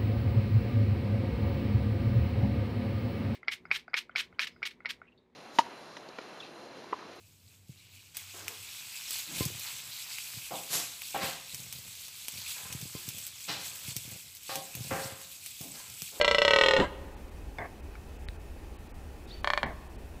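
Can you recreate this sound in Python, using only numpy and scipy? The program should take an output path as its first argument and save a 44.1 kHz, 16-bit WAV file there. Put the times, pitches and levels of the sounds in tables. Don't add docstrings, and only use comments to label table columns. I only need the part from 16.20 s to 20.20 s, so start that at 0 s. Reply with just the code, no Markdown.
import sys
import numpy as np
from scipy import signal
from scipy.fft import rfft, irfft
from scipy.io import wavfile
from scipy.ndimage import uniform_filter1d

SR = 44100
rng = np.random.default_rng(int(sys.argv[2]) if len(sys.argv) > 2 else 0)


def volts(x):
    e = np.asarray(x, float) / 20
    return 10 ** e


def materialize(psi):
    bounded = np.clip(np.atleast_2d(psi).T, -1, 1)
    quanta = np.round(bounded * 32767).astype(np.int16)
    wavfile.write(sys.argv[1], SR, quanta)


N = 176400

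# hz, level_db_per_hz
AIR = [(15, -12), (30, 1.5), (75, 2.5), (103, -14), (383, -14.5), (903, -27.5), (2560, -33.5), (2850, -36),
       (15000, -43.8)]
AIR_DB = -44
# hz, width_hz, level_db
FAR_BANDS = [(820, 115, -62), (1827, 44, -73), (2560, 130, -68.5), (3000, 90, -77)]

# time_s, slaps_per_s
ROAR_RATE = [(-.0205, 29.8), (.1, 30.62), (.165, 26.55), (.21, 29.54), (.29, 35.58), (.39, 39.76),
             (.48, 41.78), (.53, 37.57), (.6, 25.93)]
# time_s, effort_db, throat_pitch_factor, breath_share_db, tilt_db_per_octave
ROAR = [(0, 2, 1.075, -9, -.5), (.06, 1, 1.063, -7, 0), (.15, 0, 1.045, -9, 0), (.35, 2.5, 1.0, -10, 0),
        (.43, 1.5, .975, -10, 0), (.5, 1.5, .955, -9, -.2), (.57, -.5, .945, -6, -.6),
        (.61, -7, .945, -6, -.4)]
# hz, width_hz, level_db
ROAR_THROAT = [(186, 30, -22), (335, 35, -21),
               (440.8, 22, -6.5), (557.5, 29, -1), (922, 34, -12.5), (1066, 70, -19), (1274, 30, -10),
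               (1514, 32, -10), (1924, 90, -7.5), (2290, 60, -14), (2660, 70, -13), (2890, 85, -13),
               (3260, 100, -16), (3560, 200, -20), (4150, 300, -20), (5146, 110, -23),
               (5600, 500, -35), (6500, 850, -41), (7600, 600, -40), (9200, 400, -50), (10400, 600, -56)]
# hz, width_hz, depth_db
LONG_DIPS = [(250, 77, -2.5), (776, 214, 1.5), (1687, 100, -28), (2520, 59, -19), (4680, 200, -16)]

# hz, t60_s
TREES = [(300, 1.52), (1000, 1.35), (3000, 0.92), (8000, 0.45)]
# hz, level_db
ECHO_COLOUR = [(300, 1), (550, -5), (900, 2), (1900, -4), (3000, -1), (8000, -3)]
TREES_DB, TRUNKS_DB = -24, -17

# time_s, level_db, throat_pitch_factor, sinking_resonance_hz
SIGH = [(.565, -42, .945, 500), (.585, -29, .95, 420), (.605, -28, .97, 360), (.625, -29, 1.04, 330),
        (.645, -32, 1.09, 300), (.665, -41, 1.12, 300), (.7, -52, 1.12, 300)]
# hz, width_hz, level_db
SIGH_THROAT = [(545, 60, 0), (930, 40, 0), (1270, 60, -12), (1500, 50, -8), (1930, 40, -5), (2660, 90, -17),
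               (2950, 80, -14), (3900, 400, -25), (7400, 900, -36)]

# start_s, length_s, level_db, chest_thump_db, sag_db
PUFFS = [
    (.585, .05, -35, -30.5, -6),
    (1.384, 0.067, -37, -44, -3),
    (3.436, .07, -36.5, -38, -6),
]
# hz, width_hz, level_db
MOUTH = [(362, 110, -3), (696, 90, 1), (1096, 120, -4.5), (1544, 120, -7.5), (1755, 260, -5),
         (2150, 250, -9), (3450, 200, -21), (4320, 620, -24), (5300, 330, -27), (7460, 760, -29)]

# start_s, length_s, from_hz, to_hz, level_db
BIRD = (1.148, .04, 3250, 2350, -68)
# start_s, peak_db, low_hz, high_hz, t60_s
SMACKS = [
    (1.3848, -33, 1800, 2200, .035),
    (1.3852, -41, 1450, 3500, .03),
    (1.7538, -41, 1390, 2280, 0.019),
    (2.0863, -26.5, 1900, 3900, 0.0046),
]
# start_s, pitch_hz, peak_db, t60_s
KNOCK = (2.088, 64.5, -28, 0.07)

# time_s, pitch_hz, level_db
WHISTLE = [(3.065, 3600, -72), (3.09, 3900, -59), (3.103, 3300, -62), (3.116, 3900, -47),
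           (3.124, 4400, -60), (3.14, 4540, -47), (3.16, 4520, -62), (3.19, 4520, -58), (3.22, 4500, -72)]
# centre_s, half_length_s, hz, width_hz, level_db
SNIFFS = [
    (3.1, .018, 4500, 1800, -58),
    (3.15, .035, 3200, 2200, -57),
    (3.17, .03, 360, 40, -54),
]

# time_s, slaps_per_s
GRUNT_RATE = [(3.2447, 33.4), (3.29, 35.91), (3.35, 25.05), (3.43, 14.63)]
# time_s, effort_db, throat_pitch_factor, breath_share_db, tilt_db_per_octave
GRUNT = [(3.24, -1, 0.99, -12, -.6), (3.28, 1.2, 0.985, -13, .2), (3.38, 0.5, 1.0, -12, 0),
         (3.44, 1.5, 0.92, -11, -.8)]
# hz, width_hz, level_db
SHORT_THROAT = [(379, 40, -4), (594, 30, 11), (720, 260, 0), (1090, 240, 5.5), (1500, 160, 1),
                (1790, 113, 6.5), (2070, 96, 0), (2250, 40, 2), (2390, 35, 3), (2900, 300, -9),
                (3300, 250, -4), (3800, 250, -11), (4350, 400, -8.5), (5300, 500, -25),
                (6200, 250, -27), (6850, 350, -27), (7900, 200, -30), (9300, 300, -48)]
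# hz, width_hz, depth_db
SHORT_DIPS = [(170, 150, -24), (480, 90, -12), (555, 20, -8), (1370, 46, -15), (2560, 100, -5),
              (4800, 100, -5)]

# centre_s, length_s, above_hz, depth_db
DROPOUTS = [(.037, .014, 5000, -14), (.533, .01, 8000, -8), (.958, .014, 4500, -12),
            (1.106, .012, 4000, -9), (1.618, .016, 3500, -10), (1.982, .014, 3500, -9),
            (2.068, .018, 3300, -25), (2.183, .028, 3000, -7), (2.578, .014, 4500, -22),
            (2.685, .012, 4000, -7), (2.73, .018, 3000, -24), (3.066, .012, 4000, -9),
            (3.223, .013, 4800, -14), (3.45, .015, 5700, -20), (3.688, .014, 4000, -8),
            (3.773, .014, 4000, -15)]

STRETCH_FADE_HZ = 4000


def evened(x):
    return x / np.sqrt(np.mean(x ** 2) + 1e-20)


def read(points, hz):
    f, value = np.transpose(points)
    return np.interp(np.log(hz + 1), np.log(f + 1), value)


def add(mix, start_s, sound):
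    part = mix[round(start_s * SR):][:len(sound)]
    part += sound[:len(part)]


def resonate(x, hz, width_hz):
    turn = np.exp(2j * np.pi * np.cumsum(hz * np.ones(len(x))) / SR)
    r = np.exp(-np.pi * width_hz / SR)
    return 2 * (turn * signal.lfilter([1 - r], [1, -r], x / turn)).imag


def tract(x, peaks):
    return sum((-1) ** k * volts(db) * resonate(x, hz, width) for k, (hz, width, db) in enumerate(peaks))


def air():
    frames, hz = N // 512 + 5, np.fft.rfftfreq(2048, 1 / SR)
    a, b, patches = rng.standard_normal((frames, 1025, 3)).T
    patches = uniform_filter1d(patches, 16, 0)
    patches = evened(uniform_filter1d(patches, 8, 1))
    z = (a + 1j * b) * volts(read(AIR, hz)[:, None] + 0.9 * patches)
    wash = signal.istft(z, nperseg=2048, noverlap=1536)[1][:N]
    mix = volts(AIR_DB) * evened(wash)
    for band_hz, width_hz, db in FAR_BANDS:
        mix += volts(db) * evened(resonate(rng.standard_normal(N), band_hz, width_hz))
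    return mix


def slap(breath_db, soft_hz):
    spray_s, spray_db, flutter_s = .007, -1, .021
    t = np.arange(2500) / SR
    a, b = rng.standard_normal((2, len(t)))

    def burst(noise, decay_s):
        decay = np.exp(-t / decay_s)
        return noise * decay / np.linalg.norm(decay)

    click = signal.lfilter(*signal.butter(2, soft_hz, fs=SR), -signal.unit_impulse(len(t)))
    spray = signal.lfilter(*signal.butter(2, soft_hz, "high", fs=SR), burst(a, spray_s))
    return click + volts(spray_db) * spray + volts(breath_db) * burst(b, flutter_s)


def ring(peaks, dips, stretch, lag_s, lead_s, size=16384):
    skirt, roll_hz, lead_hz = 1.3, 10300, 800
    hz = np.fft.rfftfreq(size, 1 / SR)

    def bell(f, width_hz):
        centre_hz = f * stretch ** np.exp(-f / STRETCH_FADE_HZ)
        return 1 / (1 + (2 * (hz - centre_hz) / width_hz) ** 2)

    power = sum(volts(db) ** 2 * bell(f, width) ** skirt for f, width, db in peaks)
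    gain = np.sqrt(power / (1 + (hz / roll_hz) ** 16))
    for f, width, db in dips:
        gain = gain * volts(db * bell(f, width))
    folded = irfft(np.log(gain + 1e-6))[:size // 2]
    folded[1:] *= 2
    held = 2j * np.pi * lead_s * (hz - lead_hz * (1 - np.exp(-hz / lead_hz)))
    lag = 1j * np.pi * lag_s * hz ** 2 / 1000
    return irfft(np.exp(rfft(folded, size) - held - lag))[:size // 2]


def call(rate, control, throat, dips, peak_db, lag_s, soft_hz, lead_s, count):
    wobble_share, wobble_db, slap_spread_db = .003, .8, 1.1
    start = rate[0][0]
    when, *curves = np.transpose(control)
    t = np.arange(SR) / SR
    cycles = np.cumsum(np.interp(start + t, *np.transpose(rate))) / SR
    slaps_s = np.searchsorted(cycles, np.arange(count)) / SR
    voice = np.zeros(SR)
    for s in slaps_s:
        effort_db, stretch, breath_db, tilt_db = [np.interp(start + s, when, c) for c in curves]
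        drive = slap(breath_db, soft_hz)
        chance = rng.standard_normal((len(throat), 2))
        now = []
        for (hz, width, db), (p, q) in zip(throat, chance):
            level_db = db + wobble_db * q + tilt_db * np.log2(hz / 600)
            now.append((hz * (1 + wobble_share * p), width, level_db))
        size = volts(effort_db + slap_spread_db * rng.uniform(-0.56, 1))
        add(voice, s, size * signal.fftconvolve(drive, ring(now, dips, stretch, lag_s, lead_s)))
    start = start - .9 * lead_s
    early = max(round(-start * SR), 0)
    return max(start, 0), volts(peak_db) * voice[early:] / abs(voice).max()


def trunks(x):
    t = np.arange(SR // 4) / SR
    tail = rng.standard_normal(len(t)) * np.minimum(t / .008, 1) * volts(-60 * t / .12)
    return signal.fftconvolve(x, tail / np.linalg.norm(tail))[:N]


def trees(x):
    taps = np.zeros(SR)
    at = np.arange(1200, SR - 20, 20)
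    taps[at + rng.integers(0, 20, len(at))] = rng.choice([-1., 1.], len(at))
    hz, t, z = signal.stft(taps, SR, nperseg=256)
    decay_db = -60 * t / read(TREES, hz)[:, None]
    tail = signal.istft(z * volts(decay_db + read(ECHO_COLOUR, hz)[:, None]), SR, nperseg=256)[1]
    return signal.fftconvolve(x, tail / np.linalg.norm(tail))[:N]


def sigh():
    when, db, stretch, sink_hz = np.transpose(SIGH)
    t = np.arange(when[0], when[-1], 1 / SR)
    a, b = rng.standard_normal((2, SR // 4))[:, :len(t)]
    factor = np.interp(t, when, stretch)
    moved = [(hz * factor ** np.exp(-hz / STRETCH_FADE_HZ), width, level)
             for hz, width, level in SIGH_THROAT]
    sink = evened(resonate(b, np.interp(t, when, sink_hz), 90))
    sink = sink * volts(1 - 400 * np.maximum(t - .615, 0))
    return when[0], volts(np.interp(t, when, db)) * (evened(tract(a, moved)) + sink)


def puff(start, length, db, thump_db, sag_db):
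    rise_s, air_t60_s, treble_t60_s, treble_hz = 0.0016, 0.15, .32, 3000
    thump_hz, thump_width_hz, thump_t60_s = 221, 246, 0.17
    t = np.arange(SR // 2) / SR
    a, b, c = rng.standard_normal((3, len(t)))
    lumps = volts(2.2 * evened(uniform_filter1d(c, 300)))
    low = evened(tract(a, [row for row in MOUTH if row[0] <= treble_hz]))
    top = sum(tract(a, [row]) for row in MOUTH if row[0] > treble_hz)
    top = top * volts(4 - 60 * t / treble_t60_s)
    level_db = db + sag_db * np.minimum(t / length, 1) - 60 * np.maximum(t - length, 0) / air_t60_s
    breath = lumps * evened(low + top) * volts(level_db)
    chest = resonate(resonate(b, thump_hz, thump_width_hz), thump_hz, thump_width_hz)
    thump = evened(chest) * volts(thump_db - 60 * np.maximum(t - .025, 0) / thump_t60_s)
    return start, np.minimum(t / rise_s, 1) * (breath + thump)


def bird(start, length, from_hz, to_hz, db):
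    u = np.linspace(0, 1, round(length * SR))
    phase = 2 * np.pi * np.cumsum(from_hz + (to_hz - from_hz) * u) / SR
    return start, volts(db) * np.sin(np.pi * u) * np.sin(phase)


def smack(start, db, low_hz, high_hz, t60_s):
    t = np.arange(2000) / SR
    rings = np.sin(2 * np.pi * low_hz * t) - .9 * np.sin(2 * np.pi * high_hz * t)
    tick = 0.25 * np.exp(-t / .003) * np.sin(2 * np.pi * 2.3 * high_hz * t)
    return start, (rings + tick) * np.minimum(t / 0.00034, 1) * volts(db - 60 * t / t60_s)


def knock(start, hz, db, t60_s):
    t = np.arange(SR // 4) / SR
    return start, np.sin(2 * np.pi * hz * t) * volts(db - 60 * t / t60_s)


def whistle():
    when, hz, db = np.transpose(WHISTLE)
    t = np.arange(when[0], when[-1], 1 / SR)
    pitch_hz = np.interp(t, when, hz)
    tone = np.sqrt(2) * np.sin(2 * np.pi * np.cumsum(pitch_hz) / SR)
    fuzz = .6 * evened(resonate(rng.standard_normal(SR)[:len(t)], pitch_hz, 90))
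    return when[0], (tone + fuzz) * volts(np.interp(t, when, db))


def sniff(centre_s, half_s, hz, width_hz, db):
    t = np.arange(-SR // 10, SR // 10) / SR
    hiss = resonate(resonate(rng.standard_normal(len(t)), hz, width_hz), hz, width_hz)
    return centre_s + t[0], volts(db) * np.exp(-(t / half_s) ** 2 / 2) * evened(hiss)


def scene():
    stag, wind = np.zeros(N), air()
    add(stag, *call(ROAR_RATE, ROAR, ROAR_THROAT, LONG_DIPS,
                    peak_db=-5.6, lag_s=.0001, soft_hz=4800, lead_s=.0002, count=22))
    add(stag, *sigh())
    for row in PUFFS:
        add(stag, *puff(*row))
    add(wind, *bird(*BIRD))
    for row in SMACKS:
        add(stag, *smack(*row))
    add(wind, *knock(*KNOCK))
    add(stag, *whistle())
    for row in SNIFFS:
        add(stag, *sniff(*row))
    add(stag, *call(GRUNT_RATE, GRUNT, SHORT_THROAT, SHORT_DIPS,
                    peak_db=-9.3, lag_s=.0002, soft_hz=9000, lead_s=0, count=6))
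    echo = volts(TREES_DB) * trees(stag) + volts(TRUNKS_DB) * trunks(stag)
    return (stag + echo + wind)[None]


def top_cut(x):
    return signal.sosfilt(signal.butter(12, 15770, fs=SR, output="sos"), x)


def record(dry):
    low_pass = signal.firwin(511, 15750, window=("kaiser", 9), fs=SR)
    cut = signal.oaconvolve(dry, low_pass[None], "same")
    hz, t, z = signal.stft(cut, SR, nperseg=256)
    for centre_s, length_s, above_hz, depth_db in DROPOUTS:
        depth = np.clip(2 * (1 - abs(t - centre_s) / (.75 * length_s)), 0, 1)
        z = z * volts(depth_db * (hz > above_hz)[:, None] * depth)
    mix = signal.istft(z, SR, nperseg=256)[1][:, :N]
    return top_cut(mix)


dry = scene()
out = record(dry)
materialize(out)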